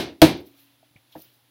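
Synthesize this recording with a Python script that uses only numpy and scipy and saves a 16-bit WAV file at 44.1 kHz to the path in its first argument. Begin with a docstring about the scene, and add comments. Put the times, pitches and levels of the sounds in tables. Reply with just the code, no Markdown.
"""A kitchen countertop, close up: a filled cardboard tube, standing in a plastic jug, is rapped down on it.
One knock is already dying away as the next lands and clips: a crack of noise, a ring of decaying sines
and a room tail of noise in bands. A soft, dull bump and small ticks of pitched noise follow, while gloved
hands slip and rub as crackling noise, over a faint hum, whine and hiss.
The recorder's noise suppressor turns quiet bands down and so thins the tails."""
import sys
import numpy as np
from scipy import signal
from scipy.fft import rfft, irfft
from scipy.io import wavfile
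from scipy.ndimage import uniform_filter1d

SR = 44100
rng = np.random.default_rng(int(sys.argv[2]) if len(sys.argv) > 2 else 0)


def unload_wav(signal):
    """Save mono or channel-first audio to the path in sys.argv[1] as 16-bit WAV at rate SR, clipped to [-1, 1]."""
    wavfile.write(
        sys.argv[1],
        SR,
        np.round(np.clip(np.atleast_2d(signal).T, -1, 1) * 32767).astype(np.int16),
    )


N = 66150
T = np.arange(N) / SR  # s
CUTOFF_HZ = 15900

# hard knocks of tube and jug on the counter:
# [t/s, level/dB, ring level/dB, room tail tilt/(dB/octave), favoured pitch f/Hz, its lift/dB]
KNOCKS = [(-0.056, -3.5, -7, .4, 2236, 13.5), (0.2172, 0, 1, 0, 700, 2.5)]


def from_db(db):
    """Decibels to gain."""
    return 10 ** (np.asarray(db) / 20)


def at_hz(points, hz, axis=1):
    """Read a column of a table along log frequency."""
    table = np.array(points)
    return np.interp(np.log(np.maximum(hz, 1)), np.log(table[:, 0]), table[:, axis])


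def noise(spectrum):
    """Steady noise of a given colour, rms 1: random phases under a fixed spectrum."""
    hz = np.fft.rfftfreq(N, 1 / SR)
    phases = np.exp(2j * np.pi * rng.random(len(hz)))
    audible = (hz > 20) * (hz < CUTOFF_HZ)
    x = irfft(phases * from_db(at_hz(spectrum, hz)) * audible, N)
    return x / x.std()


def dying(start, t60, swell):
    """Envelope that swells after a blow and dies exponentially; times in s."""
    age = np.maximum(T - start, 0)
    return (1 - np.exp(-age / swell)) ** 2 * np.exp(-np.log(1000) * age / t60)


def crack(start):
    """The brief broadband snap of plastic meeting the counter."""
    # colour of the contact: [f/Hz, level/dB]
    contact = [(300, -7.5), (900, -4), (1600, -3), (2500, 2), (4000, 3), (5500, -4.5), (8000, -12),
               (12000, -9.5), (15500, -7)]
    return noise(contact) * dying(start, t60=0.05, swell=0.000085)


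def ring(start, favoured_hz=1000, favour_db=0):
    """The hollow ring of tube, jug and counter; the spot that lands favours the modes near one pitch."""
    # resonances of tube, jug and counter: [f/Hz, level/dB, t60/s, swell/s]
    modes = [(77.3, -13, 0.17, .014), (153.6, -7, 0.16, .003), (174.6, -16, .2, .01),
             (250.2, -14, 0.13, 0.0037), (315.5, 19, 0.08, 0.017), (352, -17, 0.26, .01),
             (505, -6.5, 0.13, 0.0013), (620.6, -5.5, 0.092, 0.0025), (661.8, 3.5, 0.061, .002),
             (764.5, -5.5, 0.051, 0.0023), (877, -16, .12, 0.00036), (950, -18, .17, 0.0023),
             (1282, -24, .18, .001), (2156, -29.5, .32, .001), (2374, -28.5, 0.29, 0.0008),
             (2620, -28, 0.11, 0.0012), (3300, -26.5, 0.16, .001), (3977, -26, .26, .001),
             (4220, -28.5, .24, .001)]
    favour_octaves = 0.12
    age = np.maximum(T - start, 0)
    out = 0
    for hz, db, t60, swell in modes:
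        octaves_away = np.log2(hz / favoured_hz)
        extra_db = favour_db * np.exp(-(octaves_away / favour_octaves) ** 2)
        tone = np.sin(2 * np.pi * hz * age)
        out = out + from_db(db + extra_db) * dying(start, t60, swell) * tone
    return out


def room(start, tilt_db):
    """Diffuse tail of a blow; each third of an octave dies at its own rate."""
    # the kitchen's answer to a blow: [f/Hz, level/dB, t60/s]
    answer = [(35.5, -34, .38), (76, -0.5, .36), (160, -0.5, 0.33), (231.3, -3.5, .4), (333, 2.5, .46),
              (420, -7.5, .41), (650, -4, .34), (900, -9.5, .32), (1150, -13.5, .29), (2300, -13, 0.3),
              (3970, -12.5, .31), (5520, -20, .3), (7500, -25.5, .22), (11100, -23.5, 0.24),
              (15500, -24, .17)]
    level_db, build_s = -10.5, 0.0013
    hz = np.fft.rfftfreq(N, 1 / SR)
    tilt = from_db(tilt_db * np.log2(np.maximum(hz, 1) / 1000))  # pivots at 1 kHz
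    tail = rfft(noise(answer)) * tilt
    edges = 20 * 2 ** (np.arange(31) / 3)
    out = 0
    for lo, hi in zip(edges, edges[1:]):
        band = irfft(tail * (hz >= lo) * (hz < hi), N)
        t60 = at_hz(answer, np.sqrt(lo * hi), axis=2)
        out = out + band * dying(start, t60, build_s)
    return from_db(level_db) * out


def knocks():
    """Each hard knock cracks, rings and fills the room."""
    crack_db = -7.5
    out = 0
    for start, db, ring_db, tilt_db, favoured_hz, favour_db in KNOCKS:
        snap = from_db(crack_db) * crack(start)
        body = from_db(ring_db) * ring(start, favoured_hz, favour_db)
        out = out + from_db(db) * (snap + body + room(start, tilt_db))
    return out


def bowl():
    """A bowl nearby rings on in sympathy: a faint long tone set off by each knock."""
    bowl_hz, bowl_db, t60_s = 279, -42, 1.4
    out = 0
    for start, db, ring_db, *_ in KNOCKS:
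        tone = np.sin(2 * np.pi * bowl_hz * (T - start))
        out = out + from_db(db + ring_db + bowl_db) * dying(start, t60_s, swell=0.01) * tone
    return out


def background():
    """Steady coloured hiss, with mains hum and a thin electrical whine as sines."""
    # colour of the hiss: [f/Hz, level/dB]
    hiss_colour = [(18, -61.5), (30, -33.5), (134, -2.5), (210, -21.5), (295, -1), (415, -16.5), (512, -11),
                   (844, -11.5), (1130, -15.5), (2900, -14.5), (3400, -11), (7470, -25.5), (16000, -19)]
    # hum and whine: [f/Hz, rms level/dB]
    hum = [(119.5, -68), (240, -77.5), (11025, -72.5), (14925, -74)]
    out = from_db(-60.5) * noise(hiss_colour)
    for hz, db in hum:
        out = out + np.sqrt(2) * from_db(db) * np.sin(2 * np.pi * hz * T)  # rms to peak
    return out


def friction(strokes, spectrum, grain_db):
    """Rubbing that swells and fades with each stroke; every band crackles on its own."""
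    grain_band_hz = 900
    power = 0
    for peak_s, db, rise, fall in strokes:
        distance = np.maximum((peak_s - T) / rise, (T - peak_s) / fall)
        power = power + from_db(2 * db) * np.exp(-2 * distance)
    hz = np.fft.rfftfreq(N, 1 / SR)
    colour = rfft(noise(spectrum))
    rough = 0
    for k in range(CUTOFF_HZ // grain_band_hz + 1):
        # random level wander, smoothed over a few milliseconds
        grain = uniform_filter1d(rng.standard_normal(N), size=160)
        grain = uniform_filter1d(grain, size=80)
        band = irfft(colour * (hz // grain_band_hz == k), N)
        rough = rough + band * from_db(grain_db * grain / grain.std())
    return np.sqrt(power) * rough / rough.std()


def glove_slips():
    """Gloves slip on the tube: bright, strongly grained friction noise."""
    # slips: [peak t/s, level/dB, rise/s, fall/s]
    slips = [(0.370, -50, 0.0016, 0.0093), (0.405, -55.5, 0.0091, 0.014), (0.468, -51.5, 0.011, 0.027),
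             (0.60, -53, 0.041, 0.064), (1.122, -56, 0.0044, .03), (1.195, -49.5, 0.042, 0.08),
             (1.219, -43.5, .002, 0.0064), (1.252, -55, 0.0033, 0.0087), (1.34, -59, 0.017, .03)]
    # colour of the glove: [f/Hz, level/dB]
    glove = [(800, -27), (2500, -13), (3800, -1), (6000, -6.5), (8000, -16), (10500, -5.5), (13000, 2.5),
             (15500, 1.5)]
    return friction(slips, glove, grain_db=3.5)


def tube_rubs():
    """The tube rubs against the jug: smoother friction noise, strongest in the midrange."""
    # rubs: [peak t/s, level/dB, rise/s, fall/s]
    rubs = [(0.59, -58.5, .12, 0.15), (0.848, -61.5, .005, 0.028), (1.18, -58.5, 0.083, 0.059),
            (1.245, -56.5, 0.0087, 0.061)]
    # colour of the rubbing: [f/Hz, level/dB]
    rub_colour = [(300, -13), (1200, -5.5), (2000, -5), (2900, 0.5), (4000, -2.5), (6000, -16),
                  (12000, -28)]
    return friction(rubs, rub_colour, grain_db=1.5)


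def ticks():
    """Each small contact of fingers, tube and jug is a short noise burst around one pitch."""
    # contacts: [t/s, level/dB, pitch f/Hz, t60/s]
    contacts = [(0.828, -51, 650, 0.073), (0.908, -58, 110, 0.13), (0.958, -40.5, 114, 0.076),
                (0.962, -53, 650, 0.071), (0.961, -49.5, 2300, 0.095), (1.123, -49.5, 3380, 0.13),
                (1.155, -52, 1710, 0.079), (1.179, -53, 4670, 0.033), (1.211, -54, 4300, 0.043),
                (1.216, -49.5, 4840, 0.028)]
    skirt_db = -58  # two octaves from the pitch
    out = 0
    for start, db, hz, t60 in contacts:
        colour = [(hz / 4, skirt_db), (hz, 0), (hz * 4, skirt_db)]
        out = out + from_db(db) * noise(colour) * dying(start, t60, swell=0.00074)
    return out


def bump():
    """The jug is set down softly: the same body without the treble, its ring damped by the hands."""
    start_s, level_db, cut_hz = 1.1517, -34, 1020
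    crack_db, room_db = 8.5, -0.5
    damping = dying(start_s, t60=0.9, swell=0.00033)  # on top of each mode's own decay
    body = ring(start_s) * damping
    snap = from_db(crack_db) * crack(start_s)
    blow = body + snap + from_db(room_db) * room(start_s, tilt_db=0.0)
    lowpass = signal.butter(6, cut_hz, fs=SR, output="sos")
    return from_db(level_db) * signal.sosfilt(lowpass, blow)


def suppress(x):
    """Noise suppressor: overlapping bands are each turned down while their level is under the threshold."""
    # bands: [centre f/Hz, threshold level/dB]
    bands = [(100, -55), (300, -49.5), (700, -57), (1500, -60), (3500, -56), (5500, -59.5), (9000, -55),
             (14000, -52)]
    most_db, knee_db, sense_s = 5.5, 2.5, 0.011
    hz = np.fft.rfftfreq(2 * N, 1 / SR)
    spectrum = rfft(x, 2 * N)  # padded with silence
    keep = np.exp(-1 / (sense_s * SR))
    centres, thresholds = np.transpose(bands)
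    out = 0
    for share, threshold_db in zip(np.eye(len(centres)), thresholds):
        # weight 1 at this centre, sloping to 0 at its neighbours
        weight = at_hz(np.column_stack([centres, share]), hz)
        band = irfft(spectrum * weight)[..., :N]
        power = signal.lfilter([1 - keep], [1, -keep], band ** 2)
        level_db = 10 * np.log10(power + 1e-18)
        quietness = 0.5 * (1 - np.tanh((level_db - threshold_db) / knee_db))  # 0 loud, 1 quiet
        out = out + band * from_db(-most_db * quietness)
    return out


def scene():
    """Everything at the microphone, as one channel."""
    handling = glove_slips() + tube_rubs() + ticks() + bump()
    return (knocks() + bowl() + background() + handling)[None]


def record(dry):
    """Quiet bands are suppressed, the loud knock clips flat and the top is cut."""
    clipped = np.clip(suppress(dry), -1, 1)
    top_cut = signal.ellip(10, 0.1, 70, CUTOFF_HZ, fs=SR, output="sos")  # ripple, stopband in dB
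    return signal.sosfilt(top_cut, clipped)


dry = scene()
out = record(dry)
unload_wav(out)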